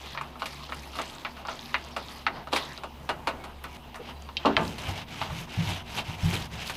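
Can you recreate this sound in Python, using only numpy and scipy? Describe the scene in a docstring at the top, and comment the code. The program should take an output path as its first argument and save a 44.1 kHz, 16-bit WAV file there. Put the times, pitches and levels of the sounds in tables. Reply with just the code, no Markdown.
"""In a garage, a thick-nap paint roller works in a plastic tray, is lifted, set down on a steel floor pan and rolled.
Wet nap peels with a tacky crackle of noise grains, and single paint threads snap as clicks a few cycles long.
The roller knocks on the tray and jolts on the steel: cracks and noise rattles ring each body's modes.
The steel pan booms over its ribs with rising twangs and deep modes; the axle squeaks faintly.
Behind them lie quiet air noise and a wavering hum; a short diffuse tail stands for the walls."""
import sys
import numpy as np
from scipy import signal
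from scipy.io import wavfile

SR = 44100
rng = np.random.default_rng(int(sys.argv[2]) if len(sys.argv) > 2 else 0)


def transcribe(u):
    """Save the signal u as a 16-bit wav file named by the first command-line argument.

    u: samples, shape (n,) or (channels, n), limited to [-1, 1]; the rate is SR.
    q: integer samples, one column per channel.
    """
    v = np.clip(np.atleast_2d(u).T, -1, 1)
    q = np.round(v * 32767).astype(np.int16)
    wavfile.write(sys.argv[1], SR, q)


N = 298116  # length in samples

# The pan pops over a rib. Each row: time in seconds, level in dB before the twang's trim,
# share of the deep modes in dB over that level.
BOOMS = [(4.568, -27, -14), (4.879, -30, 1), (5.211, -34, -2), (5.304, -26.5, -4.5), (5.573, -15.5, -27),
         (5.672, -35.5, 8), (5.952, -39, -6), (6.083, -27, -6), (6.231, -12, -8.5), (6.301, -30, 0)]


def amp(db):
    """dB to gain."""
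    return 10 ** (np.asarray(db) / 20)


def rms_one(x):
    """Scale to rms 1."""
    return x / np.sqrt(np.mean(x ** 2) + 1e-20)


def band(x, low, high):
    """Band-pass between two frequencies in Hz."""
    sos = signal.butter(2, [low, high], "band", fs=SR, output="sos")
    return signal.sosfilt(sos, x + 1e-18)


def drift(rate_hz):
    """Slow random wander of spread 1: noise through two equal one-pole smoothers."""
    step = 40  # drawn once every 40 samples, then interpolated
    r = np.exp(-2 * np.pi * step * rate_hz / SR)
    noise = rng.standard_normal(N // step + 2002)
    slow = signal.lfilter([1], [1, -2 * r, r * r], noise)[2000:]  # skip the filter's start-up
    return np.interp(np.arange(N) / step, np.arange(len(slow)), rms_one(slow))


def ring(x, hz, t60):
    """A damped resonance: a unit click starts a dying sine of height 1."""
    r = amp(-60 / (t60 * SR))
    w = 2 * np.pi * hz / SR
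    return signal.lfilter([0, np.sin(w)], [1, -2 * r * np.cos(w), r * r], x + 1e-18)


def grains(per_s, spread_db):
    """Random clicks of uneven size and sign, scaled to rms 1."""
    sizes = amp(spread_db * np.minimum(rng.exponential(1, N), 5))
    signs = rng.choice([-1, 1], N)
    return rms_one(sizes * signs * (rng.random(N) < per_s / SR))


def coloured(source, spectrum, patchy_db):
    """Third-octave bands, neighbours on unrelated draws, each with its level and flicker; rms 1."""
    hz, db = np.transpose(spectrum)
    edges = 20 * 2 ** np.arange(0, 9.8, 1 / 3)
    out = 0
    for k, (low, high) in enumerate(zip(edges, edges[1:])):
        if hz[0] <= high and low <= hz[-1]:
            level_db = np.interp(np.log(low * high) / 2, np.log(hz), db)
            flicker_db = patchy_db * drift(13.0)
            out = out + amp(level_db + flicker_db) * band(source[k % 2], low, high)
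    return rms_one(out)


def motion(table):
    """Power of peeling, treble, rumble and boom: each stroke speeds up, surges at its fastest and slows."""
    # Powers on the half sine of a stroke's speed, for peeling, treble, rumble and boom.
    roundness = [0.52, 0.72, 0.41, 0.32]
    surge_s = 0.023  # half width of the surge
    t = np.arange(N) / SR
    power = np.full((4, N), 1e-12)
    for start, fastest, stop, *levels_db, surge_db in table:
        phase = np.interp(t, [start, fastest, stop], [0, .5, 1])
        speed = np.sin(np.pi * phase).clip(0) ** np.array(roundness)[:, None]
        surge = amp(surge_db * np.exp(-((t - fastest) / surge_s) ** 2))
        power += (amp(levels_db)[:, None] * speed * surge) ** 2
    return power


def nap(peel_db, treble_db, rumble_db):
    """Fibres tear free of the paint in clumps; drag shakes the body below; in the tray small blisters burst."""
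    # Spectra of peeling in the thick pool, of peeling on the steel, and of the shaken body.
    # Each row: frequency in Hz, relative level in dB per Hz.
    pool_spectrum = [(710, -33), (1200, 6), (1510, -20), (1660, -1.5), (3950, -1), (7570, -21),
                     (13500, -16), (16000, -49)]
    steel_spectrum = [(710, -49), (1200, -5), (1630, -5), (2680, 3), (4860, -10.5), (8910, -21.5),
                      (13300, -19.5), (16000, -42)]
    rumble_spectrum = [(150, -12), (250, -1), (289, -2.5), (531, -9), (826, 0), (1190, -10), (1700, -10),
                       (2210, -31), (3740, -120)]
    lift_s = 2.95  # the roller leaves the pool of paint

    clumps = amp(1.4 * drift(94.0))
    tearing = [clumps * grains(12000., spread_db=3.5) for _ in range(2)]
    in_tray = np.arange(N) < lift_s * SR
    pool_peel = coloured(tearing, pool_spectrum, patchy_db=3.5)
    steel_peel = coloured(tearing, steel_spectrum, patchy_db=1.4)
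    peel = np.where(in_tray, pool_peel, steel_peel)
    low, treble = [signal.sosfilt(signal.butter(4, 6000, side, fs=SR, output="sos"), peel)
                   for side in ("low", "high")]

    blisters = sum(band(grains(130.0, spread_db=5.0), hz, 1.33 * hz) * 3000. / hz
                   for hz in (2560, 2800, 3430, 4930, 6170))
    blisters = amp(6.5) * rms_one(blisters) * in_tray
    # single fibres let go
    ticks = amp(-9.5) * rms_one(band(grains(250., spread_db=6.5), 4100.0, 14000.0))
    bright = rms_one(treble) + ticks + blisters

    dragging = [grains(3000., spread_db=3.0) for _ in range(2)]
    rumble = coloured(dragging, rumble_spectrum, patchy_db=1.5)
    return amp(peel_db) * rms_one(low) + amp(treble_db) * bright + amp(rumble_db) * rumble


def blows(table, bands, modes, ring_db, longest_s, loss_db):
    """A sharp crack and a dying rattle, coloured blow by blow, heard directly and through the body's modes."""
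    # Factors on the rattle's t60, band by band from the lowest: highs die first.
    rattle_share = [2.3, 1.27, 1.3, 1.05, 0.92]
    # crack of a blow that rattles 0.1 s; the shorter the rattle, the harder the crack
    crack_at_tenth_db, crack_db_per_halving = 5, 3.5
    push = np.zeros((5, N + 16000))
    t = np.arange(16000) / SR
    rebound = SR // 940  # delay in samples
    for s, peak_db, low_db, mid_db, high_db, top_db, t60 in table:
        t60 = max(t60, .01)
        crack_db = crack_at_tenth_db - crack_db_per_halving * np.log2(t60 * 10)
        decay = amp(-60 * t / (t60 * np.array(rattle_share)[:, None]))
        rattle = decay * rng.standard_normal(len(t))
        # the softer the contact, the slower the rise
        rattle *= 1 - np.exp(-t / (0.00036 * amp(-crack_db)))
        # crack and quick rebound, in the middle bands
        rattle[1:4, [0, rebound]] = [5.5 * amp(crack_db), 0.87 * amp(crack_db)]
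        band_db = np.array([[low_db], [0], [mid_db], [high_db], [top_db]])
        i = round(s * SR)
        push[:, i:i + len(t)] += amp(peak_db - loss_db + band_db) * rattle

    direct = 0
    for p, (low, high) in zip(push, bands):
        narrow_gain = np.sqrt(SR / 2 / (high - low))  # makes up for the width of the band
        direct = direct + narrow_gain * band(band(p[:N], low, high), low / 1.175, high * 0.95)
    # no contact is infinitely hard
    direct = signal.sosfilt(signal.butter(1, 6000., fs=SR, output="sos"), direct)
    ringing = sum(amp(db) * ring(direct, hz, min(t60, longest_s)) for hz, db, t60 in modes)
    return direct + amp(ring_db) * ringing


def shaking_after(table, loss_db, t60):
    """Power that swells after every blow and dies away."""
    rise_s = 0.0091  # time constant of the swell
    kicks = np.zeros(N)
    for s, peak_db, *_ in table:
        kicks[round(s * SR)] += amp(peak_db + loss_db) ** 2
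    rise = np.exp(-1 / (rise_s * SR))
    dying = signal.lfilter([1], [1, -amp(-60 / (t60 * SR)) ** 2], kicks)
    return signal.lfilter([1 - rise], [1, -rise], dying)


def pan(boom_db):
    """The sheet shakes under the roller and pops over each rib: a rising twang, then the deep modes ring."""
    # Flexing modes of the sheet. Each row: frequency in Hz, relative level in dB, t60 in seconds.
    flex_modes = [(42, -10, 0.13), (60, -9, 0.26), (92, 0, 0.41), (120, 1, 0.059), (168.5, 1, 0.2),
                  (216.8, -8.5, 0.31)]
    twang, thump = np.zeros(N + 8000), np.zeros(N)
    t = np.arange(8000) / SR
    hz = 170. - 98.4 * np.exp(-t / 0.014)  # the sheet tightens as it springs back
    envelope = (1 - np.exp(-t / 0.015)) * amp(-60 * t / 0.19)
    shape = np.sin(2 * np.pi * np.cumsum(hz) / SR) * envelope
    for s, db, deep_db in BOOMS:
        i = round(s * SR)
        twang[i:i + len(t)] += amp(db + 0.5) * shape
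        thump[i] = amp(db + deep_db)
    shaking = rng.standard_normal(N)
    out = twang[:N]
    for k, (hz, db, t60) in enumerate(flex_modes):
        shaken = amp(boom_db - 6.5) * rms_one(ring(shaking, hz, t60))
        popped = ring(thump, hz, t60) * (hz < 110)  # a pop rings the deep modes only
        out = out + (-1) ** k * amp(db) * (shaken + popped)
    return band(out, 25.0, 340.0)


def snaps():
    """Each parting paint thread is a click a few cycles long."""
    # Each row: time in seconds, level in dB before the trim, pitch in Hz.
    threads = [(0.0343, -40, 3870), (0.106, -32, 5430), (0.1324, -28, 3970), (0.6417, -25, 4150),
               (0.7475, -27, 9210), (1.1837, -26, 3800), (1.4717, -23.5, 5240), (1.5293, -26, 4160),
               (1.593, -19.5, 3680), (1.6585, -24, 4140), (1.841, -31, 5460), (1.848, -33, 4490),
               (2.085, -23.5, 3840), (2.4874, -34, 4070), (2.6257, -21, 3880), (2.723, -27, 4300),
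               (2.777, -19.5, 4170), (3.6397, -23, 11500), (4.2223, -30.5, 6560), (4.6513, -26, 4070),
               (4.679, -21, 4700), (4.8209, -25, 5860), (5.7364, -23, 3900), (5.9444, -28, 4730),
               (6.667, -24, 4720), (6.6776, -18, 4700)]
    out = np.zeros(N + 400)
    t = np.arange(400) / SR
    for s, db, hz in threads:
        i = round(s * SR)
        cycles = t * hz
        click = cycles * np.exp(-cycles / 0.84) * np.sin(2 * np.pi * cycles)
        out[i:i + len(t)] += amp(db + 5.5) * click
    return out[:N]


def squeaks():
    """Dry rubbing at the axle: noise in a narrow resonance that swells and fades at one pitch."""
    # Each row: start in seconds, length in seconds, pitch in Hz, rms level at the top of the swell in dB.
    rubs = [(1.284, .06, 4570, -59), (1.907, .03, 5535, -56), (3.367, 0.1, 2190, -54),
            (3.99, 0.037, 460, -41), (4.125, .17, 4680, -61), (4.148, 0.037, 4000, -59),
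            (3.7, .08, 2250, -58), (6.226, 0.022, 5400, -54)]
    out, t = np.zeros(N), np.arange(N) / SR
    for s, length, hz, db in rubs:
        swell = np.sin(np.pi * np.clip((t - s) / length, 0, 1))
        out += amp(db) * swell * rms_one(ring(rng.standard_normal(N), hz, 0.06))
    return out


def walls(x, t60, dull_hz):
    """A short diffuse tail: dying noise, duller than the direct sound."""
    t = np.arange(SR // 2) / SR
    tail = rng.standard_normal(len(t)) * amp(-60 * t / t60) * (t > .006)
    tail = signal.sosfilt(signal.butter(1, dull_hz, fs=SR, output="sos"), tail)
    return signal.fftconvolve(x, tail / np.sqrt(np.sum(tail ** 2)))[:N]


def garage():
    """Gently flickering air noise, and a hum: a low tone that wavers under noise in narrow resonances."""
    # Spectrum of the air. Each row: frequency in Hz, relative level in dB per Hz.
    air_spectrum = [(12, -39), (20, 6), (38, -8), (65, 2.5), (83, -25), (113, -20), (150, -6.5), (193, -3),
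                    (241, -7.5), (472, -9.5), (873, -4), (1530, -20), (2820, -13.5), (7520, -33.5),
                    (14700, -30.5), (16000, -45)]
    # A far fan. Each row: frequency in Hz, resonance width in Hz, rms level in dB.
    fan = [(73.5, 23, -61.5), (141.3, 7.6, -56), (237.5, 9, -56.5), (364.6, 21, -63)]
    air = amp(-49.5) * coloured(rng.standard_normal((2, N)), air_spectrum, patchy_db=1.9)
    tone_hz = 69. + 1.19 * drift(2.7)
    tone = amp(-48.0 + 2.7 * drift(1.65)) * np.sin(2 * np.pi * np.cumsum(tone_hz) / SR)
    hum = sum(amp(db) * rms_one(ring(rng.standard_normal(N), hz, 2.04 / width)) for hz, width, db in fan)
    return air + tone + hum


def scene():
    """Strokes and blows drive the nap, the bodies and the pan; blows, snaps and squeaks reach the walls."""
    # Pushes out and back in the tray, then up to three to a stroke over the ribbed steel; and
    # the lifted roller rustling as it is carried. 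Each row: start, fastest point and stop in seconds,
    # then peeling, treble, rumble, boom of the pan (before its trim) and surge at the fastest point in dB.
    strokes = [(-.12, .05, 0.18, -49, -60.5, -52, -60, 1), (.21, .25, .37, -55, -75, -52, -58, 2),
               (.39, .47, 1.4, -50, -61, -60, -68, -0.5), (.73, .82, .9, -53, -71, -48.5, -55, -10),
               (.935, .99, 1.31, -49, -60, -48, -70, 8), (1.26, 1.36, 1.44, -53, -69, -53, -61, -6),
               (1.46, 1.52, 1.91, -47, -61.5, -55, -62, 1), (1.75, 1.86, 2.04, -52, -72, -51.5, -58, 3.5),
               (1.96, 2.11, 2.26, -48.5, -61.5, -51.5, -59, 3.5),
               (2.26, 2.37, 2.45, -53.5, -80, -44, -51.5, 5), (2.51, 2.565, 2.79, -43.5, -60, -48, -62, 10),
               (4.57, 4.66, 4.77, -46.5, -52, -45.5, -39, -1), (4.75, 4.9, 4.95, -43, -53, -42, -42, 4),
               (4.92, 4.98, 5.045, -42, -57, -45, -42, 2),
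               (5.065, 5.222, 5.31, -42.5, -56, -45.5, -44.5, 3),
               (5.27, 5.4, 5.46, -44, -53.5, -47, -42.5, 1), (5.47, 5.7, 5.83, -40, -53, -42, -49, 5.5),
               (5.85, 5.98, 6.04, -42.5, -54.5, -45, -43.5, 5.5), (6.03, 6.1, 6.18, -44, -56, -46, -47, 1),
               (6.17, 6.26, 6.33, -43, -52, -43.5, -42, 3), (6.27, 6.34, 6.48, -39, -49.5, -42, -41, 5.5),
               (6.36, 6.41, 6.37, -38.5, -61, -46.5, -37, -0.5),
               (6.5, 6.545, 6.61, -44, -56, -48, -43, 1.5), (6.57, 6.62, 6.68, -42.5, -58, -48.5, -48, 4),
               (6.63, 6.69, 6.8, -42.5, -51.5, -50, -47, 3)]
    rustles = [(2.95, 3.15, 3.3, -68, -67, -49, -50.5, -2), (3.268, 3.33, 3.54, -60, -72, -45, -52, -6),
               (3.647, 3.787, 3.77, -56, -64, -53.5, -54, 12), (3.835, 3.94, 3.9, -71, -73, -54.5, -55, 3),
               (3.995, 4.098, 4.14, -51.5, -71, -51.5, -64, 6.5),
               (4.13, 4.196, 4.36, -60, -70, -56.5, -58, -5), (4.385, 4.42, 4.75, -46, -79, -48, -58, -0.5)]
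    # Cage knocks on the tray; roller and frame landing and jolting on the steel. Each row: time in seconds,
    # level in dB before the loss, then low, mid, high and top band in dB over it (the second-lowest
    # band sits at the level itself), and rattle t60 in seconds before the share of each band.
    knocks = [(0.149, -31.5, -30, -7, -22, -29, 0.13), (0.175, -27, -27, 2.5, -0.5, -39, 0.089),
              (0.211, -26, -22, -4, -12, -10.5, 0.097), (0.356, -34.5, -14, -9, -14, -28, 0.06),
              (0.396, -40.5, -26, 0, 4, -1, 0.16), (0.42, -20.5, -23, -13, -6, -19, 0.066),
              (0.457, -34, -10, 3.5, 6.5, 5.5, 0.13), (0.692, -32.5, -13, -14, -24, -26, 0.096),
              (0.722, -26.5, -30.5, 2, -6, -34, 0.068), (0.933, -41.5, -12, -5.5, 4, -5, 0.084),
              (0.954, -35, -7, -5, 3, -1, 0.13), (0.988, -23, -10, -6, -4.5, -32, 0.084),
              (1.014, -36, -15, 3, 8.5, 2, 0.11), (1.249, -25.5, -21, 3.5, -1, -39, 0.092),
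              (1.366, -38, -30, -4.5, -3, -13, 0.32), (1.451, -28, -29, -12, -8, -22, 0.11),
              (1.484, -23.5, -15, -8, -5.5, -34, 0.14), (1.743, -19, -44, 6.5, -1, -25, 0.072),
              (1.964, -24.5, -10, -5, -2.5, -9, 0.12), (2.266, -16, -39, 2, -3.5, -23, 0.073),
              (2.472, -29, -12, -10, -11, -16, 0.066), (2.521, -35, -20, -3, 2, -3, 0.19),
              (2.528, -17, -12.5, -16, -3, -11, 0.15), (2.533, -19.5, -5, -7, -1, -8, 0.055),
              (2.562, -22.5, -10, 2.5, 4.5, 1.5, 0.11), (2.778, -37, -12, -7, -1, -6, 0.097),
              (2.835, -26, -12.5, -12, -8, -13, 0.1), (3.091, -16.5, -12, -7, -5.5, -13, 0.1),
              (3.272, -17, -11.5, -5, -4, -12.5, 0.12), (3.439, -36, -7, -1, -0.5, -2, 0.12),
              (3.641, -30.5, -14, -2.5, -2.5, -8, 0.11), (3.944, -39, -26, 3, 3.5, -4, 0.076),
              (3.956, -33.5, -29, -2, -9, -3.5, 0.12), (4.088, -40, -8, -5, -5, -10, 0.11),
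              (4.289, -33.5, -25, -7, -3.5, -27, 0.062)]
    jolts = [(4.369, -42, -5, -12, 27.5, -3, 0.046), (4.3727, -49, -5, -5, 25.5, -5, 0.066),
             (4.45, -10, -6, -39, -23, -44, 0.11), (4.457, -11, -1.5, -21, -6, -20, 0.1),
             (4.567, -28, -14, 15.5, 16, -6, 0.033), (4.573, -15.5, -11.5, -10, -14, -25, 0.2),
             (4.613, -34.5, 8, -22, -19, -20, 0.21), (4.782, -37, -6.5, -1, 7.5, 5, 0.13),
             (5.215, -20, -32, -6, -3, -20, 0.1), (5.3, -27.5, -28, -15, -18, -23, 0.11),
             (5.689, -31.5, -11, -12, -7, 2, 0.096), (5.977, -34, -27, -10, 11, -3, 0.06),
             (5.985, -24, -22, -12, 5.5, -7, 0.099), (6.329, -32.5, 1, -1, 6, 2, 0.21),
             (6.697, -28, -11, 1.5, 0, 2.5, 0.087)]
    # Colour bands of the blows. Each row: lower edge in Hz, upper edge in Hz.
    tray_bands = [(220, 700), (700, 1550), (1550, 2500), (2500, 4800), (4800, 14000)]
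    steel_bands = [(220, 600), (600, 1350), (1350, 2400), (2400, 4800), (4800, 14000)]
    # Body modes. Each row: frequency in Hz, relative level in dB, t60 in seconds before the longest_s limit.
    tray_modes = [(669, -7, 0.077), (936, -14, 0.021), (1123, -14.5, 0.018), (1345, -2.5, 0.028),
                  (1485, -5.5, 0.029), (1977, -20.5, 0.07), (2524, -12.5, 0.11), (2867, -2.5, 0.068)]
    steel_modes = [(227.7, -0.5, 0.59), (289, -8.5, 0.31), (393, -11.5, 0.37), (466.5, -10.5, 0.38),
                   (673.4, -13, 0.33), (943, -4, 0.061), (1210, -9, 0.062), (1750, -6, 0.03),
                   (2840, -2, 0.05), (3170, 0, 0.052)]
    # Shaking after a blow: each holds gain in dB on the blow's listed level, t60 in seconds.
    tray_shake = (-24, 0.36)
    steel_shake = (-16.5, 0.31)
    thud_shake = (-33, 0.42)
    pan_shake = (-12, 0.74)

    peel, treble, rumble, boom = motion(strokes + rustles)
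    rumble = rumble + shaking_after(knocks, *tray_shake) + shaking_after(jolts, *steel_shake)
    boom = boom + shaking_after(jolts, *thud_shake) + shaking_after(BOOMS, *pan_shake)
    peel_db, treble_db, rumble_db, boom_db = 10 * np.log10([peel, treble, rumble, boom])

    hits = blows(knocks, tray_bands, tray_modes, ring_db=-35.5, longest_s=0.068, loss_db=8.0)
    hits += blows(jolts, steel_bands, steel_modes, ring_db=-39.0, longest_s=0.15, loss_db=9.0)
    hits += snaps() + squeaks()
    wet = amp(-21.5) * walls(hits, t60=0.16, dull_hz=2980.0)
    mix = hits + wet + nap(peel_db, treble_db, rumble_db) + pan(boom_db) + garage()
    return mix[None]


def record(dry):
    """Cut the top steeply: 60 dB down from 16.1 kHz upward."""
    return signal.sosfilt(signal.cheby2(14, 60, 16100, fs=SR, output="sos"), dry)


dry = scene()
out = record(dry)
transcribe(out)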